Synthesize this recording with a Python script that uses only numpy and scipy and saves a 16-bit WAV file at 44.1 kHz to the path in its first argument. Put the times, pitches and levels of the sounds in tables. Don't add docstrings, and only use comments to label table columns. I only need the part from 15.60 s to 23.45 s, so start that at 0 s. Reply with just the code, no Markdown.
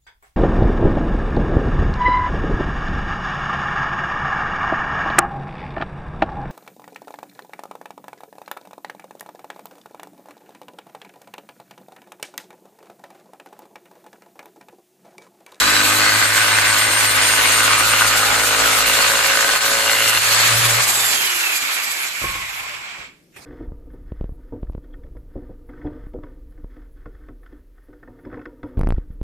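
import sys
import numpy as np
from scipy import signal
from scipy.fft import rfft, irfft, next_fast_len
from scipy.io import wavfile
from scipy.ndimage import uniform_filter1d, map_coordinates

SR = 44100
rng = np.random.default_rng(int(sys.argv[2]) if len(sys.argv) > 2 else 0)


def pcm_store(signal):
    levels = np.round(np.clip(np.atleast_2d(signal), -1, 1) * 32767)
    wavfile.write(sys.argv[1], SR, levels.astype(np.int16).T)


N = 346255
TIME = np.arange(N) / SR


def amp(db):
    return 10 ** (np.asarray(db) / 20)


def unit(x):
    return x / np.sqrt(np.mean(x ** 2) + 1e-20)


def along(points, hz):
    f, v = np.transpose(points)
    return np.interp(np.log(hz + 1), np.log(f + 1), v)


def curves(rows):
    s, *columns = np.transpose(rows)
    return [np.interp(TIME, s, column) for column in columns]


def bumps(rows):
    return sum(db * np.exp(-((TIME - s) / half) ** 2) for s, half, db in rows)


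def sounding(end_s):
    return np.clip((end_s - TIME) / 0.14 + 1, 0, 1)


def wobble(rate, size=N):
    values = rng.standard_normal(int(size * rate / SR) + 4)
    return map_coordinates(values, [TIME[:size] * rate])


def filtered(x, response):
    m = next_fast_len(N + SR // 2)
    return irfft(rfft(x, m) * response(np.fft.rfftfreq(m, 1 / SR)), m)[..., :N]


def rung(x, modes):
    total = 0
    for k, (hz, width, db) in enumerate(modes):
        ring = signal.lfilter(*signal.iirpeak(hz, hz / width, SR), x)
        total = total + (-1) ** k * amp(db) * ring
    return unit(total)


def coloured(x, spectrum):
    return unit(filtered(x, lambda hz: amp(along(spectrum, hz))))


def patchy(depth_db):
    z = signal.stft(rng.standard_normal((2, N)), nperseg=512)[2]
    field = rng.standard_normal(z.shape[1:])
    field = uniform_filter1d(uniform_filter1d(field, 8, 0), 8, 1)
    return signal.istft(z * amp(depth_db * unit(field)), nperseg=512)[1][:, :N]


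def blows(turns, scatter_db, jitter):
    at = np.flatnonzero(np.diff(np.floor(turns)) > 0)
    chance = rng.standard_normal((len(at), 2))
    at = np.clip(at + np.round(jitter * SR * chance[:, 0]).astype(int), 0, N - 1)
    return np.bincount(at, amp(scatter_db * chance[:, 1]), N)


# f/Hz, likeness (1 = identical)
LIKENESS = [(60, 0.84), (150, 0.96), (370, 0.77), (910, 0.18), (2240, 0.22), (5540, 0.2), (13700, 0.83)]


def spread(pair):
    def mid_side(hz):
        turn = np.arccos(np.clip(along(LIKENESS, hz), -1, 1)) / 2
        return np.array([np.cos(turn), np.sin(turn)])
    mid, side = filtered(pair, mid_side)
    return np.array([mid + side, mid - side])


# f/Hz, relative level/dB per Hz
AIR_COLOUR = [(15, -57), (25, -5), (53, -21), (70, -20.5), (148, -1), (374, -3.5), (998, -24), (4410, -22),
              (14200, -28.5)]


def background_air():
    return amp(-57) * spread(coloured(patchy(1.5), AIR_COLOUR))


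# f/Hz, time to fall by 60 dB/s
ROOM_DECAY = [(150, .4), (2000, .3), (12000, .18)]


def room(saw):
    hz, t, z = signal.stft(rng.standard_normal((2, SR // 2)), SR, nperseg=256)
    fade = amp(-60 * t / along(ROOM_DECAY, hz)[:, None])
    tail = signal.istft(z * fade, SR, nperseg=256)[1]
    tail = tail / np.linalg.norm(tail[0])
    delayed = np.pad(saw.mean(0), (500, 0))
    answer = signal.fftconvolve(delayed[None], tail, axes=1)[:, :N]
    return amp(-13) * spread(answer)


# t/s, level/dB before a waver and a tilt to the right
BRUSH_LEVEL = [(7.72, -64), (7.76, -52), (7.765, -42), (7.8, -44.5), (7.85, -43)]
# f/Hz, relative level/dB per Hz
GLOVE_COLOUR = [(35, -33), (60, -17), (131, -12), (172, -16), (253, -14), (851, -19), (2610, -16),
                (3200, -22), (8960, -24.5), (14200, -32)]


def brush():
    side_db = np.array([[-1.4], [1.4]])
    level = amp(curves(BRUSH_LEVEL)[0] + 0.87 * wobble(83) + side_db)
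    return level * (TIME > BRUSH_LEVEL[0][0]) * spread(coloured(patchy(4.0), GLOVE_COLOUR))


# t/s, level of the bench modes/dB, level of the clack/dB, time to fall by 60 dB/s
LANDINGS = [(6.614, -35.5, -19, 0.24), (6.64, -27, -18, 0.13), (6.688, -37.5, -35, 0.27),
            (6.75, -38.5, -40, 0.4), (7.382, -50, -34, 0.3)]
# f/Hz, relative level/dB before a random change, share of the landing's fall time
TOP_MODES = [(48, -9, 2.5), (69.6, -5, 2.5), (123.5, -3, 1.4), (195, -7.5, 0.96), (335, -1, 0.41),
             (537, 4, 0.18), (790, -18, .3), (1093, 5, 0.97)]


def thuds():
    out, t = np.zeros(N + SR), TIME[:SR // 2]
    for s, ring_db, clack_db, t60 in LANDINGS:
        ring = 0
        for hz, level, share in TOP_MODES:
            fading = amp(level + rng.normal(0, 2.5) - 60 * t / (t60 * share))
            ring = ring + fading * np.sin(2 * np.pi * hz * t + 1.3 * wobble(30, size=len(t)))
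        dull = signal.lfilter(*signal.butter(1, 900 / SR * 2), rng.standard_normal(len(t)))
        clack = amp(-60 * t / t60) * dull
        soft_start = 1 - np.exp(-t / 0.0019)
        out[round(s * SR):][:len(t)] += (amp(ring_db) * ring + amp(clack_db) * clack) * soft_start
    return out[:N]


# t/s, fan blade tone f/Hz, blade tone level/dB before later trims
POWERED = [(0, 8400, -28), (.49, 8567, -25), (1.47, 8751, -20), (2.3, 8915, -22), (2.9, 8785, -27),
           (3.43, 8922, -29), (4.06, 9080, -29), (4.41, 9060, -30), (4.74, 9152, -30), (4.9, 9327, -26),
           (5.1, 9430, -25)]


def speed():
    friction_hz_per_s, drag_per_s = 1950, .41
    rest = friction_hz_per_s / drag_per_s
    coast = np.exp(-drag_per_s * np.maximum(TIME - POWERED[-1][0], 0))
    braking = 220 * np.maximum(TIME - 6.3, 0)
    return np.maximum((curves(POWERED)[0] + rest) * coast - rest - braking, 300)


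STROKE, MESH, SHAFT = 1 / 163.6, 1 / 2.135, 1 / 17.1

# t/s, second order level/dB, first order level/dB before a 4.5 dB cut
BENCH_SHAKE = [(0, -42, -35), (.3, -35, -46), (1.2, -35.5, -40.5), (3, -40, -36.5), (3.5, -46, -41),
               (3.8, -55, -44), (4.6, -41, -46), (4.85, -35, -45), (4.96, -24.5, -38), (5.22, -28, -43),
               (5.34, -50, -60), (5.42, -41, -64)]
# f/Hz, width/Hz, level/dB
BENCH_BOOM = [(117, 16, 0)]


def hum():
    second_db, first_db = curves(BENCH_SHAKE)
    phase = 2 * np.pi * STROKE * np.cumsum(curves(POWERED)[0]) / SR
    boom = rung(rng.standard_normal(N), BENCH_BOOM)
    second = np.sin(2 * phase + 0.3 * wobble(22)) + 0.2 * boom
    second = amp(second_db + 1.2 * wobble(28)) * second
    first = amp(first_db - 4.5 + 2.1 * wobble(20)) * np.sin(phase + .8 * wobble(12))
    return (second + first) * sounding(BENCH_SHAKE[-1][0])


STOP_S, STOP_DB_PER_S = 7.455, 142
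# t/s, gear rattle level/dB before a 1 dB lift, fan hiss over the rattle's value/dB
MOTOR_LEVEL = [(0, -20, 0.5), (.6, -20.5, -1.5), (1.5, -19.5, -1.5), (2, -19, -1), (2.75, -22.5, 2),
               (3.4, -20.5, 1.5), (4.2, -22.5, 1), (4.5, -20.5, 2), (4.75, -19, 1), (5.08, -20.5, 2)]
# t/s, half length/s, depth/dB (the rasp takes it in full)
LEVEL_DIPS = [(3.99, 0.02, 7), (4.6, 0.07, 3.5)]
# t/s, half length/s, rise/dB
LAST_SWELL = [(7.41, 0.025, 2.5)]


def motor_levels(hz):
    stall_hz, rattle_power, hiss_power = 150, 0.6, 1.24
    gear_db, hiss_db = curves(MOTOR_LEVEL)
    slowed_db = 20 * np.log10(np.maximum(hz - stall_hz, 30) / (curves(POWERED)[0] - stall_hz))
    gear_db = gear_db - 0.7 * bumps(LEVEL_DIPS) - STOP_DB_PER_S * np.maximum(TIME - STOP_S, 0)
    hiss_db = gear_db + hiss_db + hiss_power * slowed_db
    return gear_db + rattle_power * slowed_db + bumps(LAST_SWELL), hiss_db


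# f/Hz, relative level/dB per Hz
FAN_COLOUR = [(2060, -11.5), (3500, 4.5), (4320, 5), (5360, 1.5), (7440, 6.5), (8220, 2.5), (8760, -6.5),
              (9850, -2), (12300, -0.5), (14200, -9)]
# t/s, level/dB
HISS_TOP = [(5.1, 0), (5.7, 3), (6.3, 2.5), (6.8, 3.3), (7.3, -0.5)]


def fan_hiss(hiss_db):
    rush = coloured(patchy(1.7) * amp(1.6 * wobble(50)), FAN_COLOUR)
    treble = filtered(rush, lambda f: f > 8800)
    treble_gain = amp(curves(HISS_TOP)[0] + 1.56 * wobble(25))
    return amp(hiss_db) * (rush - treble + treble_gain * treble)


# f/Hz, relative level/dB per Hz
GEAR_COLOUR = [(88, -64), (150, -22), (167, -31), (195, -32), (373, -15), (435, -16), (1070, -2.5),
               (1520, 0.5), (2530, 1.5), (4020, -7.5), (6000, -12.5), (7800, -68), (13200, -120)]
# f/Hz, width/Hz, relative level/dB
CASING_RINGS = [(2150, 170, 4.5), (2405, 260, 1), (3270, 110, -3.5), (7460, 400, -9)]
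# f/Hz, width/Hz, relative level/dB
BENCH_BUZZ = [(1070, 70, 0), (120, 40, -7), (55, 30, -14)]
# t/s, half length/s, rise/dB
BUZZ_SWELLS = [(6.76, .16, 7), (7.04, .04, 6), (7.18, .05, 8)]


def gear_rattle(gear_db, load):
    gears = patchy(1.3) * amp(.5 * load + 0.9 * wobble(40) + .6 * wobble(8))
    free = np.interp(TIME, [5.8, 6.3], [.25, .75])
    gears = gears * amp(2 * (free - 0.57) * wobble(90))
    body = coloured(gears, GEAR_COLOUR) + free * rung(gears[::-1], CASING_RINGS)
    rattle = amp(gear_db + 1.0) * body / np.hypot(1, free)
    buzz = amp(gear_db - 20.5 + bumps(BUZZ_SWELLS)) * rung(gears, BENCH_BUZZ)
    return rattle + buzz * (TIME > LANDINGS[0][0])


def tone(share, turns, db, drift):
    level = amp(db + 3 + 2.5 * wobble(30))
    return level * np.sin(2 * np.pi * share * turns + drift * wobble(60))


# f/Hz, level/dB before tone() lifts it by 3 dB.
MESH_RADIATION = [(350, -75), (600, -55), (1000, -53), (1400, -47), (1800, -37), (2200, -39), (2400, -34),
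                  (2640, -26), (2850, -38), (3170, -26), (3400, -33), (3620, -26), (3860, -38), (4030, -39),
                  (4150, -38), (4250, -35), (4300, -42), (4430, -45)]
DOUBLE_RADIATION = [(500, -64), (750, -55), (1100, -51), (1500, -54), (2000, -40), (2400, -40), (2800, -52),
                    (6000, -50), (7500, -37), (8000, -40), (8400, -60)]
TRIPLE_RADIATION = [(2000, -60), (2900, -45), (3600, -52), (9000, -55), (10300, -38), (11500, -38),
                    (12000, -44), (13000, -46)]
SHAFT_RADIATION = [(100, -80), (250, -60), (320, -50), (390, -45), (430, -54), (500, -62)]
# f/Hz, level/dB
BLADE_RADIATION = [(1200, -40), (5800, -22), (6800, -11), (7600, -2), (8300, -3), (8500, 0)]
# t/s, half length/s, rise/dB
EARLY_WHINE = [(.1, .22, 11), (.38, .05, 5)]


def motor_tones(hz, turns, load):
    flicker = np.tanh(1.3 * np.array([wobble(32), wobble(32)]) + 1.15)
    blade_level = amp(curves(POWERED)[1] + 2 + along(BLADE_RADIATION, hz))
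    blade = blade_level * flicker * np.sin(2 * np.pi * turns + .9 * wobble(70))
    mesh_db = along(MESH_RADIATION, MESH * hz) + bumps(EARLY_WHINE) + 6 * load
    mesh = tone(MESH, turns, mesh_db, 2.6)
    double = tone(2 * MESH, turns, along(DOUBLE_RADIATION, 2 * MESH * hz), 1.8)
    triple = tone(3 * MESH, turns, along(TRIPLE_RADIATION, 3 * MESH * hz), 1.5)
    shaft = tone(SHAFT, turns, along(SHAFT_RADIATION, SHAFT * hz), .7)
    return (blade + mesh + double + shaft + triple) * sounding(STOP_S)


def motor(hz, turns):
    gear_db, hiss_db = motor_levels(hz)
    load = np.cos(2 * np.pi * STROKE * turns)
    noise = gear_rattle(gear_db, load) + fan_hiss(hiss_db)
    return spread(noise) + motor_tones(hz, turns, load)


# t/s, return stroke over cutting stroke (0-1), depth of the bursts
STROKE_BITE = [(0, 1, 0.86), (2.4, 0.9, 1.68), (3.2, 0.32, 1.08), (3.8, 0.27, 1.68), (4.5, 0.7, 2.15),
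               (4.7, 0.9, 0.83), (5.3, 1, 0.65)]
# t/s, peak level/dB before
# JOLT_DB is added
SUDDEN_JOLTS = [(2.4094, -11), (3.402, -9), (3.8914, -5), (3.9594, -4), (4.195, -7), (4.2956, -4),
                (4.5742, -1)]
JOLT_DB = 42.5


def cutting_forces(strokes):
    back, depth = curves(STROKE_BITE)
    up = blows(strokes, 1.9, jitter=0.00012)
    down = blows(strokes + .45, 3.0, jitter=0.00034)
    fade = np.exp(-np.arange(SR // 40) / SR / 0.003)
    bite = depth * signal.fftconvolve(up + back * down, fade)[:N]
    bursts = (1.2 + bite) / (1.4 + 0.14 * depth)
    teeth = unit(spread(patchy(1.65) * bursts * amp(1.8 * wobble(18))))
    s, peak_db = np.transpose(SUDDEN_JOLTS)
    jolts = np.bincount(np.round(s * SR).astype(int), amp(peak_db + JOLT_DB), N)
    reversals = depth * unit(up - back * down) + jolts
    shove = unit(up - .3 * down) + .12 * teeth
    return teeth, reversals, shove


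# t/s, rasp level/dB, low knock level/dB, high knock level/dB (all before LEVEL_DIPS)
CUT_LEVEL = [(0, -19, -35.5, -36.5), (.3, -19.5, -33.5, -33.5), (.7, -20.5, -43, -39),
             (1.7, -23, -41.5, -35), (2.4, -23.5, -44.5, -35.5), (3, -19, -38.5, -30),
             (3.6, -20.5, -48.5, -32), (4.45, -24, -48, -33.5), (4.7, -22.5, -51, -34),
             (5.2, -22, -53.5, -35), (5.25, -24, -66, -54), (5.5, -27.5, -67, -61)]
# f/Hz, width/Hz
PART_RINGS = [(800, 60), (1000, 80), (1255, 60), (1430, 100), (1530, 130), (2080, 120), (2520, 120),
              (2820, 120), (4350, 200), (895, 370)]
PART_LEVEL = [-17, -22.5, -16.5, -12.5, -5.5, -21, -27, -19.5, -15, -9]
# t/s, half length/s, rise/dB
PART_SPELLS = [
    [(1.4, 0.47, 4), (2.7, 0.16, 11)],
    [(1.85, 0.075, 10.5), (3.6, 0.083, 13)],
    [(.3, 0.33, 7.5), (2.3, 0.49, 11.5), (3.2, 0.3, 9.5), (4.8, .25, 9)],
    [(2.6, 0.89, 12), (4.45, .2, 7)],
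    [(.7, 0.42, 3.5), (2.3, 0.21, 1), (3, .35, -5.5), (3.65, 0.23, 3), (4.3, 0.27, -3.5), (5, .3, -10.5)],
    [(.6, 0.47, 14), (1.5, 0.54, 15.5), (4.4, 0.22, 13.5)],
    [(0.352, .4, 16.5)],
    [(2.1, 0.8, 12.5), (3.4, 0.52, 12), (4.45, 0.27, 15.5)],
    [(.2, 1, 7), (4.75, 0.16, 16)],
    [(.3, 0.56, -1.5), (2.8, 0.52, 0), (4.2, 0.77, -5)],
]
# f/Hz, width/Hz, relative level/dB
BOARD_RINGS = [(1480, 1900, 6.5), (2300, 410, 2.5)]
LOW_MODES = [(211, 87, -4), (307, 48, 0)]
HIGH_MODES = [(447.4, 88, 0.5), (529, 172, 3.5), (554, 42.7, 7.5), (784, 61, -8.5)]


def cut(strokes):
    dip_share = np.array([[1], [3.2], [3.2]])
    rasp_db, low_db, high_db = curves(CUT_LEVEL) - dip_share * bumps(LEVEL_DIPS)
    teeth, reversals, shove = cutting_forces(strokes)
    force = teeth + 0.2 * reversals
    slaps = teeth + 1.6 * reversals
    rings = 0
    for k, (db, spells, (hz, width)) in enumerate(zip(PART_LEVEL, PART_SPELLS, PART_RINGS)):
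        level = amp(db + bumps(spells) + 2.0 * wobble(30))
        rings = rings + (-1) ** k * level * rung(slaps, [(hz, width, 0)])
    low = amp(low_db) * rung(rung(shove, LOW_MODES), LOW_MODES)
    high = amp(high_db) * rung(shove, HIGH_MODES)
    rasp = amp(rasp_db) * (0.85 * rung(force, BOARD_RINGS) + rings)
    return (rasp + low + high) * sounding(CUT_LEVEL[-1][0])


# t/s, left over right level/dB, way from board to resting place (0-1)
TOOL_PATH = [(0, 0, 0), (5.2, -.5, 0), (5.6, -3, 1), (7.85, -3, 1)]
# f/Hz, lead/radians
BOARD_LEAD = [(100, 0), (1000, .2), (2500, .7), (4000, .7), (5500, 2.9), (7000, 2 * np.pi),
              (9500, 2 * np.pi), (11500, 7.3)]
REST_LEAD = [(700, -.2), (1550, -2), (2900, -1.6), (4200, -3.4), (5400, -4.4), (6400, -2 * np.pi)]


def placed(x):
    pan_db, way = curves(TOOL_PATH)

    def leads(hz):
        return np.exp(1j * np.array([along(BOARD_LEAD, hz), along(REST_LEAD, hz)]))
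    board, rest = filtered(x[0], leads)
    left = np.sqrt(1 - way) * board + np.sqrt(way) * rest
    return np.array([amp(pan_db / 2) * left, amp(-pan_db / 2) * x[1]])


# t/s, level/dB
BASS_LEVEL = [(5.58, 0), (5.72, -11), (6.12, -11), (6.3, -4), (6.58, -2), (6.6, 0)]


def thin_bass(x):
    bass = filtered(x, lambda hz: 1 / (1 + (hz / 230) ** 6))
    gaps = 1 + 1.1 * np.tanh(2 * wobble(21))
    return x + (amp(curves(BASS_LEVEL)[0] * gaps) - 1) * bass


def scene():
    hz = speed()
    turns = np.cumsum(hz) / SR
    saw = cut(STROKE * turns) + hum() + motor(hz, turns) + thuds()
    return thin_bass(placed(saw) + room(saw) + background_air()) + brush()


# f/Hz, left over right level/dB
MIC_BALANCE = [(60, 2.5), (150, 3), (370, -1), (910, 2.5), (2240, -0.5), (5540, -1), (13700, 1.5)]


def record(dry):
    sides = np.array([[1], [-1]])
    ports = filtered(dry, lambda hz: amp(along(MIC_BALANCE, hz) / 2 * sides))
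    soft = ports / (1 + np.abs(ports / .98) ** 5) ** (1 / 5)
    return filtered(soft, lambda hz: hz < 14300)


dry = scene()
out = record(dry)
pcm_store(out)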